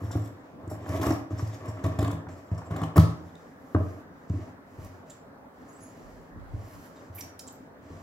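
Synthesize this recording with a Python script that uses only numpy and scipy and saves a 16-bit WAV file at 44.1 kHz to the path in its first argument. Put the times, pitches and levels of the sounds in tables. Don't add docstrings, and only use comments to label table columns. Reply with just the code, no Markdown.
import sys
import numpy as np
from scipy import signal
from scipy.fft import rfft, irfft, next_fast_len
from scipy.io import wavfile
from scipy.ndimage import uniform_filter1d, map_coordinates

SR = 44100
rng = np.random.default_rng(int(sys.argv[2]) if len(sys.argv) > 2 else 0)


def materialize(psi):
    bounded = np.clip(np.atleast_2d(psi).T, -1, 1)
    quanta = np.round(bounded * 32767).astype(np.int16)
    wavfile.write(sys.argv[1], SR, quanta)


def ratio_of_db(decibels):
    return 10 ** (np.asarray(decibels, float) / 20)


N = 353682

# frequency in [Hz], level in [dB per Hz].
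HUM_HZ_DB = [(15, -65), (25, -27), (92, -10.5), (127, -13.5), (153, -6.5), (223, -9), (263, -1.5),
             (317, -11.5), (531, -10), (695, -13), (1740, -20.5), (2690, -37.5), (10400, -49.5),
             (12900, -46), (16000, -46)]
# frequency in [Hz], correlation [-1 to 1].
ALIKE_HZ = [(60, 0.82), (180, 0.92), (550, 0.58), (1650, -0.19), (4970, -0.46), (15000, -0.14)]
# frequency in [Hz], t60 in [s].
ROOM_HZ_T60_S = [(100, 0.65), (1000, 0.54), (5000, 0.41), (14000, 0.19)]
# frequency in [Hz], level in [dB], t60 in [s], excitation group [0-4, rounded].
TABLE_MODES = [(90.2, 2.5, 0.3, 4), (104.4, 3, 0.31, 0.5), (159.7, 1, 0.33, 1), (202, 2, 0.22, 2.2),
               (275.8, 7.5, 0.13, 2), (300, 10.5, 0.15, 2), (319, 2.5, 0.036, 2), (412, -10, 0.21, 2),
               (510, -16, 0.17, 3), (634, 2, 0.096, 3), (685, -5, 0.083, 3), (826, -13, 0.076, 2.2),
               (1012, -24, 0.022, 3.9), (1145, -4.5, 0.051, 3), (1281, -18, 0.12, 3), (1470, -18, 0.012, 1),
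               (1773, -20.5, 0.088, 3)]
# frequency in [Hz], width in [Hz], level in [dB].
BLADE_MODES = [(3000, 300, -0.5), (3560, 220, 11), (3720, 480, -1), (5500, 130, -5), (6700, 55, -29),
               (7100, 420, -26), (7190, 76, 4.5), (10500, 120, -10.5), (11400, 160, -1), (12560, 700, 9.5),
               (14300, 840, -2)]
# frequency in [Hz], width in [Hz], level in [dB].
SING_BANDS = [(3500, 720, -1), (5600, 600, -2.5), (7550, 510, 0.5)]
# frequency in [Hz], level in [dB per Hz].
CLOTH_HZ_DB = [(880, -22.5), (1500, -29), (1790, -8), (2560, -15), (3520, -25.5), (4120, -20),
               (5440, -13.5), (8490, -20), (11200, -17.5), (16000, -23)]
# start in [s], length in [s], effort in [dB], bite into thread in [dB],
# weight on the table in [dB].
STROKES = [(0.0, 0.12, -66, -3.5, 22.5), (.11, 0.15, -64, 0.5, 21.5), (.69, 0.081, -71.5, -2, 29.5),
           (1.008, 0.09, -50, -1, 21), (1.3, 0.096, -63, -9, 20), (1.38, 0.17, -58.5, -9.5, 13),
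           (1.6, 0.35, -67.5, -10, 26), (1.84, 0.032, -58.5, -7, 26), (1.985, 0.093, -59, -5, 29.5),
           (2.284, 0.033, -62, -12, 19), (2.36, 0.12, -70.5, -7, 19.5), (2.51, 0.32, -70.5, -8, 26),
           (2.7, 0.14, -63.5, -13, 28.5), (2.957, 0.012, -50, 1.5, 26.5), (3.1, 0.19, -69.5, -7.5, -1)]
# start in [s], length in [s], speed in [dB], crispness in [dB],
# weight on the table in [dB].
SLIDES = [(.25, 0.34, -76, -13, 24.5), (.58, 0.14, -78, -10.5, 30.5), (.77, 0.32, -65, -10.5, 25.5),
          (.86, 0.16, -55, -3, 22.5), (3.3, 0.27, -69.5, -8.5, 2), (3.55, 0.38, -70.5, -0.5, -9),
          (3.75, 0.29, -65.5, -4, 18.5), (4.1, 0.33, -73, -11, -2), (4.27, 0.27, -65, -10, 20.5),
          (4.65, 0.39, -67, -5, 15), (4.79, 0.1, -62.5, -3, 16), (5.05, 0.15, -65, -9, 8.5),
          (5.5, 0.84, -66.5, -6.5, 13.5), (6.49, 0.48, -64, -7, 13.5), (6.62, 0.19, -67, 4, 7),
          (6.78, 0.13, -64, 2.5, -6), (6.9, 0.22, -65.5, -10, 11.5), (7.12, 0.2, -59.5, -5, 10.5),
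          (7.37, 0.33, -72, -6, 15), (7.8, 0.33, -65, -11, 17)]
# start in [s], peak in [dB], place toward the middle in [dB],
# hardness in [dB].
BUMPS = [(0.017, -34, 1, -5.5), (0.038, -24, -12, -10), (0.105, -35, -9, -2), (0.154, -16, -16, -10),
         (0.632, -37, -14, -17), (0.673, -29, -9, -10), (0.717, -33, -5, -1), (0.896, -26.5, -3.5, -6),
         (0.997, -28.5, -19, -1), (1.066, -22.5, -6, 0), (1.081, -17.5, -15, -9), (1.106, -23.5, -8, 3.5),
         (1.308, -30, -17, -2), (1.328, -23, -17, -25), (1.394, -41.5, -10, 5), (1.425, -19, -22, -16),
         (1.683, -26.5, -13, -14), (1.841, -17.5, -10, -12), (1.861, -22.5, -4, -7),
         (1.987, -16, -18, -11.5), (2.026, -17, -7, -7.5), (2.13, -25.5, -1.5, -7.5), (2.267, -38, 2, -16),
         (2.516, -19.5, -5, -25.5), (2.708, -29.5, 5, -9), (2.818, -27.5, 7, -9), (2.959, -26, 6.5, -1),
         (2.9725, -10.5, -1, -6.5)]
# start in [s], peak in [dB], place in [dB], hardness in [dB],
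# freedom to ring [x t60].
SLAMS = [(2.9842, -9.5, 2.5, -13.5, 0.48), (3.7478, -15.5, -12.5, -3, 1.4), (4.3, -20, -14, -11.5, 1.3),
         (4.785, -34.5, -18, -13, 2.1), (6.361, -38.5, -9, -8, 1.2), (6.537, -27, -21, -17.5, 1.3),
         (7.097, -39.5, -14, -18.5, 2.2), (7.904, -41.5, -1, -3, 1.9)]
# start in [s], peak in [dB], brightness in [dB], swell in [s].
RUBS = [(0.032, -54.5, -21, 0.022), (0.1104, -37, -13, 0.0076), (0.696, -47.5, 3.5, 0.011),
        (0.713, -50, -12, 0.012), (1.376, -42.5, -18, 0.012), (1.6786, -44.5, -6.5, 0.0096),
        (2.287, -58, -15, 0.0058), (2.545, -52, -20, 0.004), (2.5765, -45, -10, 0.0051)]
# start in [s], peak in [dB], brightness in [dB], ring in [Hz].
BITES = [(0.6747, -50.5, -12, 7700), (0.738, -50, -13, 7650), (1.03, -40.5, -6, 5600),
         (1.121, -35, -18, 5500), (1.886, -51, -9, 3500), (2.005, -41, -15, 5200), (0.856, -49, -25, 2960),
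         (0.889, -39.5, -7, 5600), (0.9294, -46, -13.5, 3500), (0.9624, -42, -14, 3080),
         (0.9986, -46, -5, 3540), (1.0143, -35.5, -7, 3500), (1.065, -37, -1, 5500),
         (1.105, -34, -11, 5600), (1.3084, -57, -22, 7500), (1.321, -54, -22, 5800),
         (1.4744, -49, -4, 4800), (1.656, -49.5, -3.5, 5470), (1.839, -38, -8, 3570),
         (1.838, -43, -10, 6000), (1.988, -41, -10, 5200), (2.078, -44, -10, 7500), (2.112, -44, -10, 6400),
         (1.862, -42, -3, 3470), (1.988, -33, -9, 3470), (2.0145, -40, -8, 3740), (2.0256, -36.5, -4, 3560),
         (2.0448, -35.5, -12, 3500), (2.075, -37, -14, 3100), (2.111, -41, -3, 3500),
         (2.127, -47, -6, 3450), (2.708, -46, -6, 3400), (2.762, -39, -6, 3470), (2.815, -42.5, -4, 3400),
         (2.834, -33.5, -12, 3000)]
# start in [s], peak in [dB], brightness in [dB], ring in [Hz],
# swell in [s].
SNAP = [
    (2.956, -36.5, -30, 5500, 0.0062),
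    (2.966, -25, -5, 14900, 0.0024),
    (2.9757, -28.5, -11, 8000, 0.0011),
    (2.9796, -22, -6, 4230, 0.0009),
]
# start in [s], peak in [dB], brightness in [dB], ring in [Hz], swell in [s].
CLINKS = [(3.3527, -48, -22, 3550, 0.0016), (3.7474, -48, -16, 3680, 0.0018),
          (4.296, -45, -26, 6400, 0.0013), (4.847, -49, 0, 5500, 0.0017), (5.1, -46, -7, 3530, 0.0053),
          (5.097, -39, -15, 7300, 0.0055), (7.4688, -44, -14, 7300, 0.0008),
          (7.474, -36, -12, 7400, 0.0046), (6.959, -53, -25, 3720, 0.0075),
          (7.185, -35, -6.5, 12700, 0.0044), (7.2073, -29, -11, 5680, 0.0032),
          (7.392, -30.5, -13, 5370, 0.0035), (7.391, -46, 5, 9850, 0.002), (7.398, -41, -8, 6900, 0.0057),
          (7.486, -39, -27, 3610, 0.0014), (7.522, -58, 4, 13900, 0.0027)]
# start in [s], peak in [dB], ring in [Hz].
CRUNCHES = [(0.106, -27.5, 630), (0.153, -27, 686), (0.651, -37, 581), (0.693, -52, 700), (0.715, -32, 610),
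            (0.84, -34, 684), (0.862, -28, 552), (0.883, -28, 641), (0.899, -34, 519), (0.912, -35, 530),
            (0.959, -34, 710), (0.997, -26, 536), (1.029, -21, 950), (1.067, -21, 666), (1.084, -22, 674),
            (1.109, -17.5, 650), (1.124, -22, 630), (1.149, -32, 616), (1.189, -32, 690), (1.317, -37, 670),
            (1.394, -27, 665), (1.458, -35, 550), (1.483, -39, 630), (1.53, -42, 649), (1.681, -49, 684),
            (1.723, -37, 692), (1.772, -31, 592), (1.838, -31, 649), (1.862, -30, 646), (1.932, -40, 641),
            (1.988, -21, 635), (2.027, -23, 606), (2.046, -25, 1060), (2.08, -28, 684), (2.104, -27, 665),
            (2.128, -30, 681), (2.171, -37, 606), (2.269, -32, 646), (2.577, -33, 673), (2.617, -30, 697),
            (2.708, -28.5, 1270), (2.76, -24.5, 660), (2.791, -28, 666), (2.815, -21.5, 664),
            (2.834, -21, 668), (2.96, -19, 670), (2.967, -24, 610), (2.979, -11.5, 670),
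            (3.747, -15.5, 510), (3.761, -20.5, 570)]
# start in [s], peak in [dB], frequency in [Hz], t60 in [s].
KNOCKS = [(0.154, -24, 290, .06), (0.673, -31, 314, .06), (0.7135, -26.5, 650, 0.046),
          (0.719, -28, 308, 0.075), (0.896, -31, 336, 0.04), (0.997, -20, 316, .05), (1.064, -23, 392, .05),
          (1.104, -19.5, 327, .06), (2.026, -22, 323, 0.079), (2.07, -31.5, 290.6, 0.14),
          (2.978, -15.5, 1247, 0.027), (2.9815, -9, 130, .03), (3.748, -26, 1190, 0.029),
          (3.76, -37, 1043, .05), (4.299, -29.5, 320, .05), (4.335, -30, 282, 0.25),
          (4.385, -39, 270, 0.18), (3.765, -27, 590, .07), (3.804, -30.5, 660, .07), (3.857, -35, 600, .09),
          (3.8, -36, 290, .3)]
# start in [s], peak in [dB], frequency in [Hz], t60 in [s].
RINGS = [(5.099, -56, 7400, .2), (7.21, -56, 5600, .4), (7.393, -56, 5500, .15), (7.3925, -50, 10000, .03),
         (7.476, -56, 7400, .1), (7.487, -53, 3600, .05), (7.522, -57, 13900, .08)]
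# start in [s], length in [s], frequency in [Hz], width in [Hz], level in [dB].
SQUEAKS = [(5.676, .1, 6700, 300, -69), (5.68, 0.077, 10600, 600, -68), (5.722, 0.074, 7720, 120, -61.5),
           (5.796, 0.12, 6600, 120, -63.5), (5.798, 0.077, 10500, 150, -59.5),
           (5.819, 0.12, 7100, 120, -66.5), (7.143, 0.081, 12600, 890, -45.5),
           (7.174, 0.047, 2240, 300, -53), (2.984, 0.06, 4300, 2600, -47), (2.985, 0.17, 3900, 2800, -54),
           (2.278, 0.045, 2000, 400, -58), (4.4, 0.05, 1800, 700, -62)]
# start in [s], level in [dB], frequency in [Hz], t60 in [s].
SHUT = (3, -34.5, 1290, 0.16)
# start in [s], length in [s], level in [dB].
PUFFS = [(4.767, 0.14, -48.5), (5.948, 0.34, -56), (6.298, 0.41, -44), (6.725, 0.1, -52), (7.89, 0.11, -56)]

AWAY_S = 3.3
SNAP_S = SNAP[0][0] - 0.01


def unit(x):
    return x / np.sqrt(np.mean(x ** 2) + 1e-20)


def along(points, hz):
    f, v = np.transpose(points)
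    return np.interp(np.log(hz + 1), np.log(f + 1), v)


def wobble(rate_hz):
    knots = rng.standard_normal(int(N * rate_hz / SR) + 4)
    return map_coordinates(knots, [np.arange(N) * rate_hz / SR])


def filtered(x, response):
    m = next_fast_len(N + SR // 2)
    return irfft(rfft(x, m) * response(np.fft.rfftfreq(m, 1 / SR)), m)[..., :N]


def resonances(modes):
    def response(f):
        return sum((-1) ** k * ratio_of_db(db) * 1j * f * width / (hz * hz - f * f + 1j * f * width)
                   for k, (hz, width, db) in enumerate(modes))
    return response


def below_treble(hz):
    return 1 / (1 + (hz / 8800) ** 12)


def unlike(pair):
    def mid_side(hz):
        turn = np.arccos(np.clip(along(ALIKE_HZ, hz), -1, 1)) / 2
        return np.array([np.cos(turn), np.sin(turn)])
    mid, side = filtered(pair, mid_side)
    return np.array([mid + side, mid - side])


def slips(rate_hz, depth_db):
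    return unit(ratio_of_db(depth_db * wobble(rate_hz)) * rng.standard_normal(N))


def hum():
    z = signal.stft(rng.standard_normal((2, N)), nperseg=512)[2]
    patches = uniform_filter1d(rng.standard_normal(z.shape[1:]), size=6, axis=0)
    patches = uniform_filter1d(patches, size=14, axis=1)
    pair = signal.istft(z * ratio_of_db(1.67 * unit(patches)), nperseg=512)[1][:, :N]
    return ratio_of_db(-49.5) * unit(filtered(unlike(pair), lambda hz: ratio_of_db(along(HUM_HZ_DB, hz))))


def stroke_shape(t, length_s):
    bite_s, push_db, let_go_db_per_s = 0.0066, -0.5, 202
    squeeze_db = push_db * (np.clip(t / length_s, 0, 1) - 1.5)
    fall_db = let_go_db_per_s * np.maximum(t - length_s, 0)
    return np.clip(t / bite_s, 0, 1) * ratio_of_db(squeeze_db - fall_db)


def slide_shape(t, length_s):
    return np.abs(np.sin(np.pi * np.clip(t / length_s, 0, 1))) ** 0.69


def efforts():
    t, power = np.arange(0, N, 32) / SR, 0
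    for rows, shape in (STROKES, stroke_shape), (SLIDES, slide_shape):
        for s, length_s, db, crisp_db, weight_db in rows:
            gains = ratio_of_db([[db], [db + crisp_db], [db + weight_db]])
            power = power + (shape(t - s, length_s) * gains) ** 2
    return [np.interp(np.arange(N) / SR, t, np.sqrt(p)) for p in power]


def strokes():
    speed, bite, weight = efforts()
    cutting = np.arange(N) < AWAY_S * SR
    jerk = np.where(cutting, 1, 0.3)
    catch = ratio_of_db(jerk * (2.1 * wobble(40.055) + 1.1 * wobble(130)))

    def low_modes(f):
        return resonances([(92, 34, 0)])(f) ** 2 + resonances([(162, 14, -15)])(f)

    wood_modes = [(hz, 2.67 / t60_s, db) for hz, db, t60_s, group in TABLE_MODES]

    def upper_modes(f):
        return (resonances(wood_modes[2:])(f) + 0.18 / (1 + (f / 1800) ** 4)) * f / (f + 300)

    boom = unit(filtered(slips(28, depth_db=0.5), low_modes))
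    rattle = unit(filtered(catch * slips(90, depth_db=1.6), upper_modes))
    wood = weight * (ratio_of_db(0.4) * boom + ratio_of_db(-4) * rattle)

    def steel(f):
        return ratio_of_db(along(CLOTH_HZ_DB, f)) * (1.1 + resonances(BLADE_MODES)(f))

    scrape = unit(filtered(catch * slips(300, depth_db=0.5), lambda f: steel(f) * below_treble(f)))
    hiss_slips = catch * slips(340, depth_db=3.8 * jerk)
    hiss = unit(filtered(hiss_slips, lambda f: steel(f) * (1 - below_treble(f))))
    bands = filtered(catch * slips(200, depth_db=1.5),
                     lambda f: np.array([resonances([band])(f) ** 2 for band in SING_BANDS]))
    sing = cutting * unit(sum(ratio_of_db(8.0 * wobble(30.07)) * band for band in bands))
    scrape_gain = np.where(cutting, ratio_of_db(-0.5), 1)
    return wood, speed * (scrape_gain * scrape + ratio_of_db(-5.5) * sing) + bite * hiss


def room(x):
    hz, t, z = signal.stft(rng.standard_normal((2, SR // 2)), SR, nperseg=256)
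    decay = ratio_of_db(-60 * t / along(ROOM_HZ_T60_S, hz)[:, None])
    tail = signal.istft(z * decay, SR, nperseg=256)[1]
    tail = tail / np.linalg.norm(tail[0])
    delayed = np.pad(x, (480, 0))[None]
    return unlike(signal.fftconvolve(delayed, tail, axes=1)[:, :N])


def bumps():
    out, t = np.zeros(N + SR), np.arange(SR // 2) / SR
    dull = signal.butter(4, [400, 1600], "bandpass", fs=SR, output="sos")
    # freedom x, thud dB, lowest-mode favour dB; a pressing hand damps the strokes
    rows = [(*row, 0.8, -10.5, 0) for row in BUMPS] + [(*row, 0, 3.5) for row in SLAMS]
    lucks = rng.standard_normal((len(rows), len(TABLE_MODES)))
    for (s, db, place_db, hard_db, free, thud_db, low_db), luck in zip(rows, lucks):
        knock_db = 1.48 * hard_db - 2.5
        group_db = [-low_db, place_db, hard_db - 9.0, knock_db - 6.5, 0.26 * place_db + 4 + low_db]
        ring = 0
        for (hz, level_db, t60_s, group), c in zip(TABLE_MODES, luck):
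            decay_s = t60_s * (free if hz < 240 else min(free, 0.9))
            build = 1 - np.exp(-t * hz / 0.19)
            level = ratio_of_db(level_db + group_db[round(group)] + c - 60 * t / decay_s)
            ring = ring + level * np.sin(2 * np.pi * hz * (1 + c / 150) * t) * build
        cycles, thud_cycles = t * max(480 * ratio_of_db(0.93 * hard_db), 90), 0.56
        push = cycles / thud_cycles * np.exp(1 - cycles / thud_cycles)
        thud = ratio_of_db(thud_db) * np.sin(2 * np.pi * cycles) * push
        fading = ratio_of_db(8.5 - 60 * t / 0.013) + ratio_of_db(thud_db - 17 - 60 * t / 0.06)
        fading = fading + ratio_of_db(thud_db - 26 - 60 * t / 0.3)
        knock = ratio_of_db(knock_db) * fading * signal.sosfilt(dull, rng.standard_normal(len(t)))
        out[round(s * SR):][:len(t)] -= ratio_of_db(db - 1.5) * (ring + knock + thud)
    return out[:N]


def ticks():
    out, t = np.zeros(N + SR), np.arange(SR // 5) / SR
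    f = np.fft.rfftfreq(len(t), 1 / SR)
    split = below_treble(f)
    rub_hz, edge_hz, bite_swell_s = 5600, 7300, 0.003
    rows = [(*row, bite_swell_s) for row in BITES]
    rows += [(s, db, bright_db, rub_hz, swell_s) for s, db, bright_db, swell_s in RUBS]
    for s, db, bright_db, ring_hz, swell_s in rows + SNAP + CLINKS:
        u = t / max(swell_s, 0.0003)
        shape = u * np.exp(1 - u)
        grit = shape * rng.standard_normal(len(t)) * ratio_of_db(3 * rng.standard_normal(len(t)))
        grit = 1.27 * unit(grit) * np.sqrt(np.mean(shape ** 2))
        snapped = s > SNAP_S
        modes = [(hz, width_hz, level_db + rng.normal(-19, 2) - 9 * snapped)
                 for hz, width_hz, level_db in BLADE_MODES]
        free_db = 4.5 if s > AWAY_S else -6
        edge_db = -10 if 4000 < ring_hz < 5000 or ring_hz > 9000 else 4.4
        edge_db += 20 * np.log10(min(1, swell_s / 0.0052))
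        cluster = [(ring_hz, 180 + 0.54 / swell_s, 5), (0.86 * ring_hz, 90, free_db - 2),
                   (1.05 * ring_hz, 110, free_db - 3.5), (ring_hz, 70, free_db), (edge_hz, 350, edge_db)]
        fuzzy_ring = sum(resonances([mode])(f) for mode in cluster)
        colour = 0.16 * min(2.5, 0.0043 / swell_s) + resonances(modes)(f)
        colour = colour + (0.45 if snapped else 0.7) * fuzzy_ring
        colour = colour * (split + ratio_of_db(bright_db + 8.0) * (1 - split))
        low_cut_hz = 1000 if db > -20 else 2000
        colour = colour / (1 + (low_cut_hz / (f + 1)) ** 4)
        out[round(s * SR):][:len(t)] += ratio_of_db(db - 1.0) * irfft(rfft(grit) * colour, len(t))
    return out[:N]


def crunches():
    out, t = np.zeros(N + SR), np.arange(SR // 10) / SR
    f, u = np.fft.rfftfreq(len(t), 1 / SR), t / 0.0026
    for s, db, hz in CRUNCHES:
        grit = u * np.exp(1 - u) * rng.standard_normal(len(t))
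        colour = resonances([(hz, 138, 8), (1250, 1400, -1.5)])(f) * resonances([(900, 1510, 0)])(f) ** 3
        burst = irfft(rfft(grit) * colour, len(t))
        out[round((s - 0.001) * SR):][:len(t)] += ratio_of_db(db - 6.5) * burst / np.abs(burst).max()
    return out[:N]


def knocks(rows, waver_rad):
    out, t = np.zeros(N + SR), np.arange(SR // 3) / SR
    waver = np.pad(waver_rad * wobble(60), (0, SR))
    for s, db, hz, t60_s in rows:
        at = round(s * SR)
        turn = waver[at:][:len(t)] - waver[at]
        rise = 1 - np.exp(-t * hz / 0.64)
        out[at:][:len(t)] -= ratio_of_db(db - 60 * t / t60_s) * rise * np.sin(2 * np.pi * hz * t + turn)
    return out[:N]


def squeaks():
    out, t = np.zeros(N), np.arange(N) / SR
    for s, length_s, hz, width_hz, db in SQUEAKS:
        swell = np.clip((t - s) / 0.014, 0, 1) * np.clip((s + length_s - t) / (0.5 * length_s), 0, 1)
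        whistle = filtered(slips(70, depth_db=-3.0), resonances([(hz, width_hz, 0)]))
        out += ratio_of_db(db) * swell * unit(whistle)
    return out


def shut_hum():
    s, db, hz, t60_s = SHUT
    after = np.maximum(np.arange(N) / SR - s, 0)
    level = ratio_of_db(db - 60 * after / t60_s + 5.4 * wobble(90))
    return level * np.sin(2 * np.pi * hz * after + 1.1 * wobble(70)) * (after > 0)


def puffs():
    t = np.arange(N) / SR
    gust = sum(ratio_of_db(db) * np.sin(np.pi * np.clip((t - s) / length_s, 0, 1)) for s, length_s, db in PUFFS)
    air = unit(filtered(rng.standard_normal((2, N)), resonances([(45, 5.6, 0)])))
    return gust * air * ratio_of_db([[-4], [3]])


def lag(hz, s):
    return np.exp(-2j * np.pi * hz * np.array([[s], [-s]]))


def bounce(hz):
    return 1 + 0.12 * np.exp(-2j * np.pi * hz * np.array([[0.00018], [0.00027]]))


def scene():
    wood, steel = strokes()
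    wood = wood + bumps() + crunches() + shut_hum() + knocks(KNOCKS, waver_rad=1.3)
    wood = filtered(wood, lambda hz: (1j * hz / (65 + 1j * hz)) ** 4)
    steel = steel + squeaks() + ticks() + knocks(RINGS, waver_rad=2.4)
    cutting = np.arange(N) < AWAY_S * SR
    top = filtered(wood, lambda hz: lag(hz, -0.000065))
    near = filtered(cutting * steel * ratio_of_db([[1.2], [-1.8]]), lambda hz: bounce(hz) * lag(hz, -0.000011))
    away = filtered(~cutting * steel * ratio_of_db([[-2.5], [1.5]]), lambda hz: bounce(hz) * lag(hz, 0.000011))
    walls = ratio_of_db(-4.0) * room(filtered(wood, lambda hz: (hz / (hz + 100)) ** 2)) + ratio_of_db(-4.5) * room(steel)
    return top + near + away + walls + hum() + puffs()


def top_cut(x):
    return signal.sosfilt(signal.butter(12, 16990, fs=SR, output="sos"), x)


def record(dry):
    top_hz = 15870
    return top_cut(filtered(dry, lambda hz: hz < top_hz))


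dry = scene()
out = record(dry)
materialize(out)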